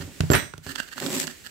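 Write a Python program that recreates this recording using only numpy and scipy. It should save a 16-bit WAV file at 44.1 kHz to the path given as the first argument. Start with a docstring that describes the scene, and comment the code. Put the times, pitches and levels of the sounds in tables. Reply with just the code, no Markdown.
"""A steel knife works through a lump of soft modelling sand on a plastic cutting board, close to the microphone.
Over hiss, faint bumps and a slip of the blade open the scene; then two loud bumps ring the table's modes.
The second sets metal modes ringing and ends in a short rattle of dense random clicks.
The blade taps and scrapes over the board in little slips, made of grit noise coloured by the board.
Then it drags a slice of sand aside in a soft crunch of grains over low rubbing; a tap and a few short slips follow."""
import sys
import numpy as np
from scipy import signal
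from scipy.io import wavfile
from scipy.ndimage import uniform_filter1d

SR = 44100
rng = np.random.default_rng(int(sys.argv[2]) if len(sys.argv) > 2 else 0)


def persist_wave(psi):
    """Save psi, clipped to +-1, as 16-bit WAV."""
    counts = np.round(np.clip(psi, -1, 1) * 32767).astype(np.int16)
    wavfile.write(sys.argv[1], SR, np.atleast_2d(counts).T)


N = 66150
T = np.arange(N) / SR  # [s]

# Room and microphone noise: spectrum (frequency [Hz], relative level [dB])
HISS_COLOUR = [(60, 1.5), (160, -5), (400, -8), (700, -17), (1100, -18), (1800, -9), (3700, -13),
               (5900, -15), (7700, -11), (9300, -19.5), (16000, -21)]
# Course of the noise: (time [s], level [dB])
HISS_LEVEL = [(0, -42.5), (0.1, -48), (0.19, -45.5), (0.45, -44), (0.52, -55.5), (0.615, -61),
              (0.66, -45.5), (0.9, -50), (1.35, -47), (1.5, -49.5)]
HISS_PAN_DB = -3.5  # all pans: left over right
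ROOM_T60_S, ROOM_DB = 0.34, -11

# Bumps on the table: (time [s], level [dB], tilt towards the upper modes [dB per octave])
BUMPS = [(0.002, -29, 1), (0.036, -30, -6.5), (0.2045, -14, 1), (0.236, -24.5, 3), (0.3018, -12, 2.5),
         (0.317, -17, 6.5), (0.338, -22.5, 8), (0.348, -37.5, 12.5), (0.427, -40, 1), (0.541, -38, 0.5),
         (0.581, -37, 2.5), (0.665, -34, -4)]
# Modes of table and board: (frequency [Hz], level before tilt [dB], t60 [s])
TABLE_MODES = [(64, -30, 0.077), (92.3, -8, 0.23), (102.3, -4, 0.096), (132.1, -5.5, 0.17),
               (154.2, -4, 0.22), (226.4, -9.5, 0.064), (289, -9, 0.053), (381, -10.5, 0.032),
               (586, -13, 0.042)]
# Hollow knocks of the board: (time [s], level [dB], pitch [Hz])
KNOCKS = [(0.2064, -19.5, 860), (0.3017, -6, 322), (0.3418, -16.5, 266)]

# Blows that set the metal ringing: (time [s])
CLINK_TIMES = [0.3105, 0.3485, 0.379]
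# Modes of the metal: (frequency [Hz], level at first, second, third blow [dB], t60 [s])
METAL_MODES = [(1240, -40, -25, -31, .13), (1938, -46, -23, -31, .17), (3375, -52, -35, -37, .26),
               (3930, -50, -30, -35.5, .28), (5922, -34, -37, -35.5, .38), (7391, -19, -36, -38, .19),
               (8188, -40, -33, -34.5, .38), (9645, -46, -23, -42, .13), (11445, -25, -28, -52, .18),
               (13935, -31, -42, -33, .12), (14550, -39, -42, -44, .2)]
METAL_PAN_DB, METAL_RISE_S, METAL_DAMP_S = -18, 0.002, 0.003

RATTLE_S, RATTLE_HOLD_S, RATTLE_T60_S = 0.334, 0.01, 0.22
RATTLE_DB, RATTLE_PAN_DB = -16, -4
# Spectrum of the rattle: (frequency [Hz], relative level [dB])
RATTLE_COLOUR = [(60, 4.5), (200, 5), (400, -2.5), (800, -5.5), (1900, 1.5), (3600, -8), (5200, -18),
                 (8000, -15.5), (10500, -31), (16000, -24.5)]

# The lump shifts on the board: (time [s], level [dB], t60 [s])
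SHOVES = [(0.0, -40, 0.68), (0.301, -16.5, 0.13), (0.66, -39.5, 0.34)]
SHOVE_RISE_S = 0.0058
# Spectrum of the low rubbing: (frequency [Hz], relative level [dB])
RUB_COLOUR = [(50, -38.5), (110, -18.5), (160, -3), (220, -5.5), (280, 1), (335, -10), (385, -2),
              (455, -21), (545, -8.5), (660, -17), (1200, -21.5), (3000, -66)]
RUB_PAN_DB = -3.5

# Sharp contacts of the blade: (time [s], level [dB], tilt [dB per octave], left over right [dB])
TAPS = [(0.2063, -16.5, -1, -0.5), (0.3022, -16, -2, -28), (0.3168, -23.5, -1, -18),
        (0.334, -15.5, 1.5, -21), (0.342, -27, -3, -37), (0.3505, -13, -3, -13), (0.5374, -28, -4.5, -10),
        (0.579, -35.5, 4, -7), (0.6655, -31.5, -4, -8), (0.7585, -24, 1.5, -29), (0.7975, -33, -2.5, -7),
        (0.980, -24.5, -1, -10), (1.0013, -24, 2.5, -10), (1.0635, -20, 1, -20), (1.103, -27, 2, -10),
        (1.1998, -15.5, 6.5, 12), (1.2705, -24, 3.5, -28)]
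# Spectrum of a tap before tilt: (frequency [Hz], relative level [dB])
TAP_COLOUR = [(100, -7.5), (900, -6.5), (1450, -3.5), (3200, -6), (6000, -8.5), (10000, -19),
              (16000, -25.5)]
BOARD_HZ, BOARD_T60_S = 1443, 0.015
BOARD_RING_DB = -7  # for a tap without tilt, relative to the tap's level

# Slips of the blade over the board: (time [s], length [s], level before the swell [dB], tilt [dB per octave])
SLIPS = [(0.004, 0.02, -43, -0.5), (0.304, 0.023, -32.5, -4), (0.626, 0.03, -53.5, 3.5),
         (0.662, 0.059, -41, 1), (0.75, 0.009, -37, -0.5), (0.777, 0.025, -34, -1.5),
         (0.823, 0.009, -45, 0.5), (0.873, 0.015, -47.5, 0), (0.909, 0.028, -45.5, -0.5),
         (0.963, 0.023, -41.5, 0.5), (0.995, 0.0357, -42, -0.5), (1.216, 0.026, -42, 1.5),
         (1.271, 0.006, -36.5, -0.5), (1.294, 0.018, -44.5, 1), (1.438, 0.033, -47, 0.5)]
SLIP_RISE_S, SLIP_SWELL_DB, SLIP_RELEASE_S = 0.0047, 6.5, 0.0048
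# Spectrum of the scraped board before tilt: (frequency [Hz], relative level [dB])
BOARD_COLOUR = [(60, -29), (220, -2), (400, -13.5), (1100, -11.5), (1400, 0), (1800, 5.5), (2250, -17.5),
                (2800, -2), (3800, -10.5), (4400, -2), (5600, -14), (8100, -9), (10000, -24.5),
                (13500, -16), (16000, -27)]

# The long cut: (time [s], level of the crunch [dB], level of the low rubbing [dB])
CUT = [(0.958, -44.5, -45.5), (1.004, -50, -49.5), (1.024, -37, -29.5), (1.06, -34.5, -31.5),
       (1.085, -37.5, -34), (1.12, -31.5, -32.5), (1.171, -29, -29), (1.19, -32, -37), (1.212, -29.5, -36),
       (1.245, -35, -37), (1.254, -50, -41), (1.34, -61, -70)]
# Spectrum of the crunching sand: (frequency [Hz], relative level [dB])
CRUNCH_COLOUR = [(410, -53), (700, -22), (1140, -15.5), (1820, -4), (2100, -4.5), (6740, -7.5), (7790, 0.5),
                 (8880, -12.5), (14200, -10.5), (16000, -17)]
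SING_HZ, SING_WIDTH_HZ = 7740, 83  # resonance of the blade in the sand
SING_DB = -12.5  # relative to the crunch

LOW_CUT_HZ, EDGE_HZ = 43, 15800


def amp(db):
    """Turns decibels into gain."""
    return 10 ** (np.asarray(db) / 20)


def unit(x):
    """Scales a sound to rms 1."""
    return x / np.sqrt(np.mean(x ** 2) + 1e-20)


def pan(db):
    """Left and right gains with mean power 1."""
    g = amp(np.atleast_1d(db) / 2)
    return np.array([g, 1 / g]) / np.sqrt((g ** 2 + g ** -2) / 2)


def add(mix, s, sound):
    """Mixes a sound in at time s."""
    part = mix[:, max(round(s * SR), 0):][:, :sound.shape[1]]
    part += sound[:, :part.shape[1]]


def colour(x, points, tilt_db=0, size=4096):
    """Causal filter of unit energy, built from a spectrum and a tilt per octave above 500 Hz."""
    hz = abs(np.fft.fftfreq(size, 1 / SR)) + 1
    f, db = np.transpose(points)
    db = np.interp(np.log(hz), np.log(f), db)
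    db = db + tilt_db * np.log2(np.maximum(hz, 500))
    # The Hilbert transform of the log gain gives the minimum phase
    log_gain = np.log(amp(db - db.max()) + 1e-5)
    impulse = np.fft.ifft(np.exp(signal.hilbert(log_gain).conj())).real[:size // 2]
    impulse = impulse / np.linalg.norm(impulse)
    return signal.fftconvolve(x, impulse[None], axes=1)[:, :x.shape[1]]


def ports(x, alike):
    """Makes two unrelated channels partly alike."""
    c = np.clip(alike, -.99, .99)
    return np.array([x[0], c * x[0] + np.sqrt(1 - c * c) * x[1]])


def grains(per_s, spread_db, alike):
    """Random clicks of uneven size, heard at both microphone ports."""
    size = amp(spread_db * np.minimum(rng.exponential(1, N), 4))
    struck = rng.random(N) < per_s / SR
    return unit(ports(size * struck * rng.standard_normal((2, N)), alike))


def clumps(depth_db, length_s=0.0066):
    """Random swelling, as grains give way in clumps."""
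    drift = uniform_filter1d(rng.standard_normal(N), max(int(length_s * SR), 1))
    return amp(depth_db * unit(drift))


def hiss():
    """Room and microphone noise whose level wavers, dipping deepest after the loud bumps."""
    noise = colour(ports(rng.standard_normal((2, N)), alike=0.2), HISS_COLOUR)
    return pan(HISS_PAN_DB) * noise * amp(np.interp(T, *np.transpose(HISS_LEVEL)))


def room(x):
    """A small room's short, faint tail: decaying noise that answers each sound after 4 ms."""
    t = T[:N // 3]
    tail = rng.standard_normal((2, len(t))) * amp(-60 * t / ROOM_T60_S) * (t > .004)
    tail = tail / np.linalg.norm(tail[0])
    return amp(ROOM_DB) * signal.fftconvolve(x, tail, axes=1)[:, :N]


def bumps(rise_s=0.001, quicken_db=2.0, pan_db=-5, lag_s=0.00056):
    """Each bump rings the table's low modes; a brighter tilt rises faster, and the left port hears it later."""
    out = np.zeros((2, N))
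    t = np.maximum(T[:N // 3] - np.array([[lag_s], [0]]), 0)
    pivot_hz = TABLE_MODES[3][0]
    for s, db, tilt_db in BUMPS:
        ring = 0
        for hz, mode_db, t60 in TABLE_MODES:
            level_db = mode_db + tilt_db * np.log2(hz / pivot_hz)
            ring = ring + amp(level_db - 60 * t / t60) * np.cos(2 * np.pi * hz * t)
        rise = 1 - np.exp(-t / rise_s * amp(quicken_db * tilt_db))
        add(out, s, -amp(db) * pan(pan_db) * ring * rise)
    return out


def knocks(t60=0.014, pan_db=-4, lag_s=0.00058):
    """The board slaps the table: a hollow knock of a few cycles, later at the left port."""
    out = np.zeros((2, N))
    t = np.maximum(T[:N // 30] - np.array([[lag_s], [0]]), 0)
    for s, db, hz in KNOCKS:
        add(out, s, -pan(pan_db) * amp(db - 60 * t / t60) * np.sin(2 * np.pi * hz * t))
    return out


def clinks():
    """Each blow stops the previous ring and starts the metal modes afresh, in its own proportions."""
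    out, t = np.zeros((2, N)), T[:N // 2]
    held_s = np.diff(CLINK_TIMES, append=T[-1])
    for k, (s, held) in enumerate(zip(CLINK_TIMES, held_s)):
        ring = 0
        for hz, *blow_db, t60 in METAL_MODES:
            ring = ring + amp(blow_db[k] - 60 * t / t60) * np.sin(2 * np.pi * hz * t)
        rise = 1 - np.exp(-t / METAL_RISE_S)
        damping = np.exp(-np.maximum(t - held, 0) / METAL_DAMP_S)
        add(out, s, pan(METAL_PAN_DB) * ring * rise * damping)
    return out


def rattle():
    """Dense small impacts that hold briefly and die away."""
    fading_s = np.maximum(T - RATTLE_S - RATTLE_HOLD_S, 0)
    level = (T > RATTLE_S) * amp(RATTLE_DB - 60 * fading_s / RATTLE_T60_S)
    impacts = level * grains(per_s=6500, spread_db=3.5, alike=0.19)
    return pan(RATTLE_PAN_DB) * colour(impacts, RATTLE_COLOUR)


def rubbing():
    """The lump rubs over the board, a low grainy noise during the long cut and at each shove."""
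    s, _, rub_db = np.transpose(CUT)
    level = np.interp(T, s, amp(rub_db), 0, 0)
    for at, db, t60 in SHOVES:
        rise = np.clip((T - at) / SHOVE_RISE_S, 0, 1)
        level = level + rise * amp(db - 60 * abs(T - at) / t60)
    grit = grains(per_s=2500, spread_db=1.5, alike=0.81)
    return pan(RUB_PAN_DB) * colour(level * grit, RUB_COLOUR)


def taps(t60=0.014, dull_db=2.0):
    """Steel meets plastic: a crack dies within milliseconds; the duller the tap, the more the board rings."""
    out, t = np.zeros((2, N)), T[:N // 12]
    for s, db, tilt_db, pan_db in TAPS:
        crack = ports(rng.standard_normal((2, len(t))), alike=0.28) * amp(-60 * t / t60)
        ring_db = BOARD_RING_DB - dull_db * tilt_db
        ring = amp(ring_db - 60 * t / BOARD_T60_S) * np.sin(2 * np.pi * BOARD_HZ * t)
        add(out, s, amp(db) * pan(pan_db) * (colour(crack, TAP_COLOUR, tilt_db) + ring))
    return out


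def slips(pan_db=-9):
    """Grit under the blade excites the board; each slip swells and stops."""
    out = np.zeros((2, N))
    grit = grains(per_s=7000, spread_db=3.5, alike=0.05) * clumps(depth_db=1.5)
    for s, length, db, tilt_db in SLIPS:
        part = grit[:, max(round(s * SR), 0):][:, :N // 10]
        t = T[:part.shape[1]]
        rise = np.minimum(t / SLIP_RISE_S, 1)
        swell = amp(db + SLIP_SWELL_DB * np.minimum(t / length, 1))
        release = np.exp(-np.maximum(t - length, 0) / SLIP_RELEASE_S)
        add(out, s, pan(pan_db) * colour(rise * swell * release * part, BOARD_COLOUR, tilt_db))
    return out


def cut(pan_db=-2):
    """Sand grains shear along the blade, which sings faintly as a narrow resonance."""
    s, crunch_db, _ = np.transpose(CUT)
    level = np.interp(T, s, amp(crunch_db), 0, 0)
    sand = grains(per_s=9000, spread_db=3.0, alike=0.042) * clumps(depth_db=1.97)
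    sand = sand * level * pan(pan_db)
    t = T[:N // 30]
    blade = np.exp(-np.pi * SING_WIDTH_HZ * t) * np.sin(2 * np.pi * SING_HZ * t)
    blade = blade / np.linalg.norm(blade)
    sing = signal.fftconvolve(sand, blade[None], axes=1)[:, :N]
    return colour(sand, CRUNCH_COLOUR) + amp(SING_DB) * sing


def scene():
    """Sounds on the table get the room's tail; the thin metal ring and the hiss stay dry."""
    near = bumps() + knocks() + rattle() + rubbing() + taps() + slips() + cut()
    return hiss() + room(near) + clinks() + near


def record(dry):
    """Bass roll-off of the microphone, full-scale limit, then the band limit."""
    roll_off = signal.butter(3, LOW_CUT_HZ, "high", fs=SR, output="sos")
    limited = np.clip(signal.sosfilt(roll_off, dry), -1, 1)
    band = signal.firwin(401, EDGE_HZ, window=("kaiser", 8), fs=SR)
    return signal.oaconvolve(limited, band[None], "same")


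dry = scene()
out = record(dry)
persist_wave(out)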